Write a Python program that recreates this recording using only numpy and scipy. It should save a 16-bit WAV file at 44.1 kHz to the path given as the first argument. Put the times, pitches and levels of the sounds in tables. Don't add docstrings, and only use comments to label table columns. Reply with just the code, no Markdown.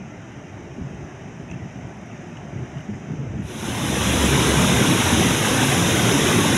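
import sys
import numpy as np
from scipy import signal
from scipy.fft import rfft, irfft, next_fast_len
from scipy.io import wavfile
from scipy.ndimage import uniform_filter1d, map_coordinates

SR = 44100
rng = np.random.default_rng(int(sys.argv[2]) if len(sys.argv) > 2 else 0)


def output_pcm(signal):
    pcm = np.clip(np.atleast_2d(signal).T, -1, 1) * 32767
    wavfile.write(sys.argv[1], SR, np.round(pcm).astype(np.int16))


def level_to_linear(level):
    exponent = np.asarray(level, float) / 20
    return 10 ** exponent


N = 289737

# freq_hz, density_db_per_hz
RIVER_SPECTRUM = [(60, -12), (170, -1), (400, -7.5), (460, -17), (600, -10.5), (880, -14), (1020, -20),
                  (2000, -19.5), (3100, -27), (3350, -35.5), (3850, -34.5), (4150, -36), (4500, -29),
                  (6100, -25.5)]
# freq_hz, gain_db
AIR_LOSS = [(25, -9), (60, -0.5), (6100, 1), (8200, -7), (11000, -20.5), (13400, -8), (15500, -7)]
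# freq_hz, gain_db
MICROPHONE = [(3000, 0.5), (3750, 1), (3930, -3), (4510, -18.5), (5030, -9), (6090, -2), (7000, -6.5),
              (7970, -13.5), (9360, -9.5), (10400, -8.5), (11400, -12), (13600, -32), (15100, -28.5),
              (15750, -31)]


def unit(x):
    return x / np.sqrt(np.mean(x ** 2) + 1e-20)


def along(points, hz):
    f, v = np.transpose(points)
    return np.interp(np.log(hz + 1), np.log(f + 1), v)


def curves(rows):
    s, *cols = np.transpose(rows)
    return [np.interp(np.arange(N) / SR, s, c) for c in cols]


def wobble(rate_hz):
    return map_coordinates(rng.standard_normal(400), [np.arange(N) * rate_hz / SR])


def coloured(x, spectrum):
    m = next_fast_len(N + 8192)
    gain = level_to_linear(along(spectrum, np.fft.rfftfreq(m, 1 / SR)))
    return irfft(rfft(x, m) * gain, m)[..., :N]


def add(x, start_s, burst):
    part = x[round(start_s * SR):][:len(burst)]
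    part += burst[:len(part)]


def patches(shape, bins, frames):
    field = uniform_filter1d(rng.standard_normal(shape), size=bins, axis=0)
    return unit(uniform_filter1d(field, size=frames, axis=1))


def rush(spectrum, patchy_db, streaky_db, size=1024, grains=0):
    overlap = size * 3 // 4
    z = signal.stft(rng.standard_normal(N) + grains, nperseg=size, noverlap=overlap)[2]
    fading = along([(3500, 1.1), (9000, 1.0)], np.fft.rfftfreq(size, 1 / SR))[:, None]
    swells_db = patchy_db * patches(z.shape, 12, 12)
    streaks_db = streaky_db * fading * patches(z.shape, 2, 10)
    noise = signal.istft(z * level_to_linear(swells_db + streaks_db), nperseg=size, noverlap=overlap)[1][:N]
    return unit(coloured(noise, spectrum))


def river():
    # time_s, level_db
    bank = [
        (0.0, -38.8),
        (1.3, -38),
        (2.0, -37.5),
        (2.8, -36.7),
        (3.2, -38),
        (3.5, -37),
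    ]
    level_db = curves(bank)[0] + 0.4 * wobble(6.03)
    return level_to_linear(level_db) * coloured(rush(RIVER_SPECTRUM, patchy_db=0.36, streaky_db=1.72), AIR_LOSS)


def gusts():
    # start_s, length_s, level_db
    blows = [(0.0, 0.077, -43.5), (0.351, 0.064, -32.5), (0.476, .03, -41), (0.56, 0.17, -36),
             (0.78, .1, -34), (0.898, 0.16, -35), (1.197, 0.15, -36.5), (1.39, 0.07, -35.5),
             (1.5, 0.176, -34.5), (1.754, 0.026, -31), (1.834, 0.088, -36.5), (2.128, 0.1, -37.5),
             (2.33, 0.15, -38), (2.519, .13, -29.5), (2.76, .07, -38), (2.89, 0.14, -35),
             (3.075, 0.37, -28), (3.362, 0.13, -33), (3.484, 0.069, -29), (3.557, .8, -29.5)]
    calm_db, attack_s, release_s = -45, 0.022, 0.054
    t = np.arange(N) / SR
    levels_db = []
    for start_s, length_s, db in blows:
        rise = (t - start_s) / attack_s + .5
        fall = (start_s + length_s - t) / release_s + .5
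        levels_db.append(calm_db + (db - calm_db) * np.clip(np.minimum(rise, fall), 0, 1))
    return np.max([np.full(N, -np.inf)] + levels_db, axis=0)


def wind():
    # freq_hz, density_db_per_hz
    buffet = [(25, -52), (60, -2.5), (130, 5.5), (220, -2.5), (400, -11), (520, -21), (1000, -76)]
    # start_s, peak_db, pitch_hz, t60_s
    thumps = [(0.78, -5.5, 225, 0.059), (0.812, -9, 85, 0.1), (0.843, -9.5, 137, 0.13),
              (0.982, -15, 142, 0.15), (1.116, -22, 134, 0.15), (1.391, -21, 145, 0.15),
              (1.501, -23, 171, 0.15), (1.753, -21, 198, 0.15), (2.55, -36, 61.9, 0.14),
              (2.552, -14, 204, 0.14), (2.778, -15, 150, 0.11), (2.885, -9, 208, 0.18),
              (3.098, -15, 136, 0.21), (3.186, -6.5, 134, 0.12)]
    turbulence = unit(level_to_linear(0.17 * wobble(25.6)) * rush(buffet, patchy_db=1.4, streaky_db=-3.5))
    x = level_to_linear(gusts()) * turbulence
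    t = np.arange(SR // 5) / SR
    rise = 1 - np.exp(-t / .006)
    for start_s, db, hz, t60_s in thumps:
        ring = level_to_linear(-60 * t / t60_s) * np.sin(2 * np.pi * hz * t)
        slap = 0.34 * level_to_linear(-60 * t / 0.074) * np.sin(2 * np.pi * 1.74 * hz * t)
        add(x, start_s, level_to_linear(db - 8.5) * rise * (ring + slap))
    return x


def stems():
    # start_s, level_db, middle_hz
    clear = [(0.1245, -71, 11500), (0.541, -55, 7000), (1.0453, -71, 13200), (1.2115, -64, 7900),
             (1.3762, -74, 12100), (1.4401, -75, 12000), (1.5115, -37, 6300), (1.5199, -72, 12500),
             (1.5417, -61, 8700), (1.6476, -71, 11600), (1.7615, -71, 11800), (1.89, -68, 10400),
             (1.9698, -64, 11400), (2.0133, -65, 10800), (2.0612, -67, 10500), (2.1766, -46, 6200),
             (2.3696, -46, 6500), (2.4385, -71, 11200), (2.596, -66, 10400), (2.6882, -67, 10900),
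             (1.52, -58, 8200), (2.8057, -64, 12500), (2.8529, -60, 7900), (2.9015, -69, 11500),
             (2.9429, -53, 6600), (2.9545, -54, 7500), (1.5075, -60, 9000), (3.1475, -76, 12000),
             (3.3971, -57, 8700), (3.4065, -53, 7600)]
    # start_s, end_s
    stir_spans = [
        (0.1, 3.05),
        (1.9, 2.1),
        (2.6, 3.0),
    ]
    stir_db, scatter_db, low_hz, high_hz = -20, 4, 7500, 15000

    def path_db(hz):
        return sum(along(colour, hz) for colour in (RIVER_SPECTRUM, AIR_LOSS, MICROPHONE))

    when, pitch, size = rng.random((100, 3)).T
    start_s, end_s = np.repeat(stir_spans, (55, 12, 33), axis=0).T
    faint = zip(start_s + when * (end_s - start_s), stir_db + scatter_db * size,
                low_hz * (high_hz / low_hz) ** pitch)
    return [(s, db - path_db(hz), hz) for s, db, hz in clear] + list(faint)


def edge():
    # start_s, peak_db, pitch_hz, t60_s
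    drops = [
        (1.488, -37, 2550, 0.021),
        (1.499, -39, 2550, 0.022),
        (1.5149, -28.5, 2610, 0.017),
        (1.5304, -40, 2750, 0.019),
        (1.536, -40, 2650, 0.022),
        (2.1126, -40, 2650, 0.022),
        (2.3704, -32.5, 2900, 0.013),
        (2.7711, -43, 2800, 0.022),
        (2.7841, -34, 3030, 0.022),
        (2.806, -38, 2900, 0.022),
    ]
    tick_width = 1.11
    drips, ticks, t = np.zeros(N), np.zeros(N), np.arange(SR // 20) / SR
    rise = 1 - np.exp(-t / .001)
    for start_s, db, hz, t60_s in drops:
        ring = level_to_linear(-60 * t / t60_s) * np.sin(2 * np.pi * hz * t * (1 + t))
        echoes = rng.standard_normal(len(t)) * level_to_linear(-60 * t / 0.02)
        scatter = signal.fftconvolve(ring, echoes)[:len(t)]
        add(drips, start_s, level_to_linear(db + 3) * rise * (ring + .06 * scatter))
    for start_s, db, hz in stems():
        edges_hz = [hz / tick_width, min(hz * tick_width, SR / 2.2)]
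        band = signal.butter(2, edges_hz, "bandpass", fs=SR, output="sos")
        puff = signal.sosfilt(band, rng.standard_normal(len(t)) * level_to_linear(-60 * t / 0.015) * rise)
        add(ticks, start_s, level_to_linear(db + 16) * puff / np.linalg.norm(puff))
    return drips + coloured(coloured(ticks, RIVER_SPECTRUM), AIR_LOSS)


def gate():
    # (middle_s, level_db, length_s)
    plates = [
        (70, [(3.95, -38, .2), (4.23, -26, 0.45), (4.54, -26, .18), (4.76, -29, 0.12), (5.35, -34, .12), (5.53, -36, .1)]),
        (116.9, [(4.1, -29, 0.12), (4.41, -25, 0.13), (4.93, -30, 0.23), (5.28, -26.5, .16), (5.62, -30, 0.43), (6.05, -24.5, 0.22), (6.36, -31, .1)]),
        (137.1, [(3.88, -30.5, 0.17), (4.35, -21, 0.15), (4.59, -24, 0.075), (5.7, -25.5, .18), (6.0, -27, 0.13)]),
        (176.5, [(4.4, -30, 0.089), (4.68, -28, 0.34), (4.9, -26.5, 0.21), (5.82, -23.5, 0.14), (6.1, -30, .1), (6.34, -33, .1)]),
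    ]
    rest_db = -48.5
    t = np.arange(N) / SR
    hum = np.zeros(N)
    for hz, swells in plates:
        shaken = level_to_linear(rest_db)
        for middle_s, db, length_s in swells:
            shaken = shaken + level_to_linear(db) * np.exp(-2 * ((t - middle_s) / length_s * 2) ** 2)
        hum += np.sqrt(2) * shaken * np.sin(2 * np.pi * hz * t + 0.3 * wobble(4.4))
    return hum


def bubbles(count, mid_hz, spread, cycles, scatter_db):
    when = rng.random(count)
    size = np.minimum(rng.exponential(size=count), 3)
    hz = np.clip(mid_hz * np.exp(spread * rng.standard_normal(count)), 300, 14000)[:, None]
    turns = hz * np.arange(500) / SR
    tone = np.sin(2 * np.pi * turns * (1 + .12 * turns / cycles))
    rings = tone * np.exp(-3 * turns / cycles) * (1 - np.exp(-2 * turns))
    at = (when * N).astype(int)[:, None] + np.arange(500)
    return unit(np.bincount(at.ravel(), (level_to_linear(scatter_db * size)[:, None] * rings).ravel())[:N])


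def sluice():
    # freq_hz, density_db_per_hz
    plunge = [(10, -50), (25, -25), (56, -11.5), (90, -1.5), (240, 1), (420, -6.5), (670, -19), (1200, -17),
              (3000, -77)]
    spray_spectrum = [(60, -60), (200, -3), (500, 2.5), (670, -0.5), (930, 1), (1300, -3), (1540, 0),
                      (1800, -2), (3100, -1), (16000, 3.5)]
    # time_s, level_db
    surge = [
        (4.4, -20.5),
        (4.93, -20),
        (5.07, -22),
        (5.2, -19.5),
        (5.39, -23.5),
        (5.55, -19.5),
        (5.7, -21),
        (6.57, -20.5),
    ]
    rumble = level_to_linear(curves(surge)[0]) * rush(plunge, patchy_db=-1.0, streaky_db=2.5, size=4096)
    fizz = .3 * bubbles(count=9000, mid_hz=3000, spread=.7, cycles=12, scatter_db=2.5)
    spray_db = -14 + 0.3 * wobble(14) + 0.17 * wobble(30)
    spray = rush(spray_spectrum, patchy_db=0.5, streaky_db=2.0, grains=fizz)
    return rumble + level_to_linear(spray_db) * spray


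def scene():
    # start_s, end_s
    dissolve = (3.408, 4.313)
    near = np.interp(np.arange(N) / SR, dissolve, [0, 1])
    bank = river() + wind() + edge()
    mono = (1 - near) * bank + near * sluice() + (near > 0) * gate()
    return np.array([mono, mono])


def low_pass(x):
    return signal.sosfilt(signal.butter(12, 15800, fs=SR, output="sos"), x)


def record(dry):
    # middle_s, low_hz, high_hz, level_db
    splits = [(3.611, 4130, 5300, -63), (4.113, 11580, 13180, -54.5), (4.226, 9050, 11150, -40),
              (4.299, 10210, 11800, -41), (4.98, 4170, 5200, -49), (5.016, 11580, 13350, -50),
              (5.016, 13520, 13910, -65), (5.561, 10980, 12700, -42), (5.968, 7500, 9090, -46),
              (5.999, 9520, 11760, -39), (6.13, 4870, 5810, -38), (6.348, 7540, 9000, -44)]
    side, fade = np.zeros(N), np.hanning(2048) ** .5
    for middle_s, low_hz, high_hz, db in splits:
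        band = signal.butter(8, [low_hz, high_hz], "bandpass", fs=SR, output="sos")
        noise = unit(signal.sosfilt(band, rng.standard_normal(4096)))[2048:]
        add(side, middle_s - 1024 / SR, level_to_linear(db) * fade * noise)
    ears = coloured(dry, MICROPHONE) + side * [[1], [-1]]
    heard = coloured(ears, [(15730, 0), (15850, -80)])
    return low_pass(heard)


dry = scene()
out = record(dry)
output_pcm(out)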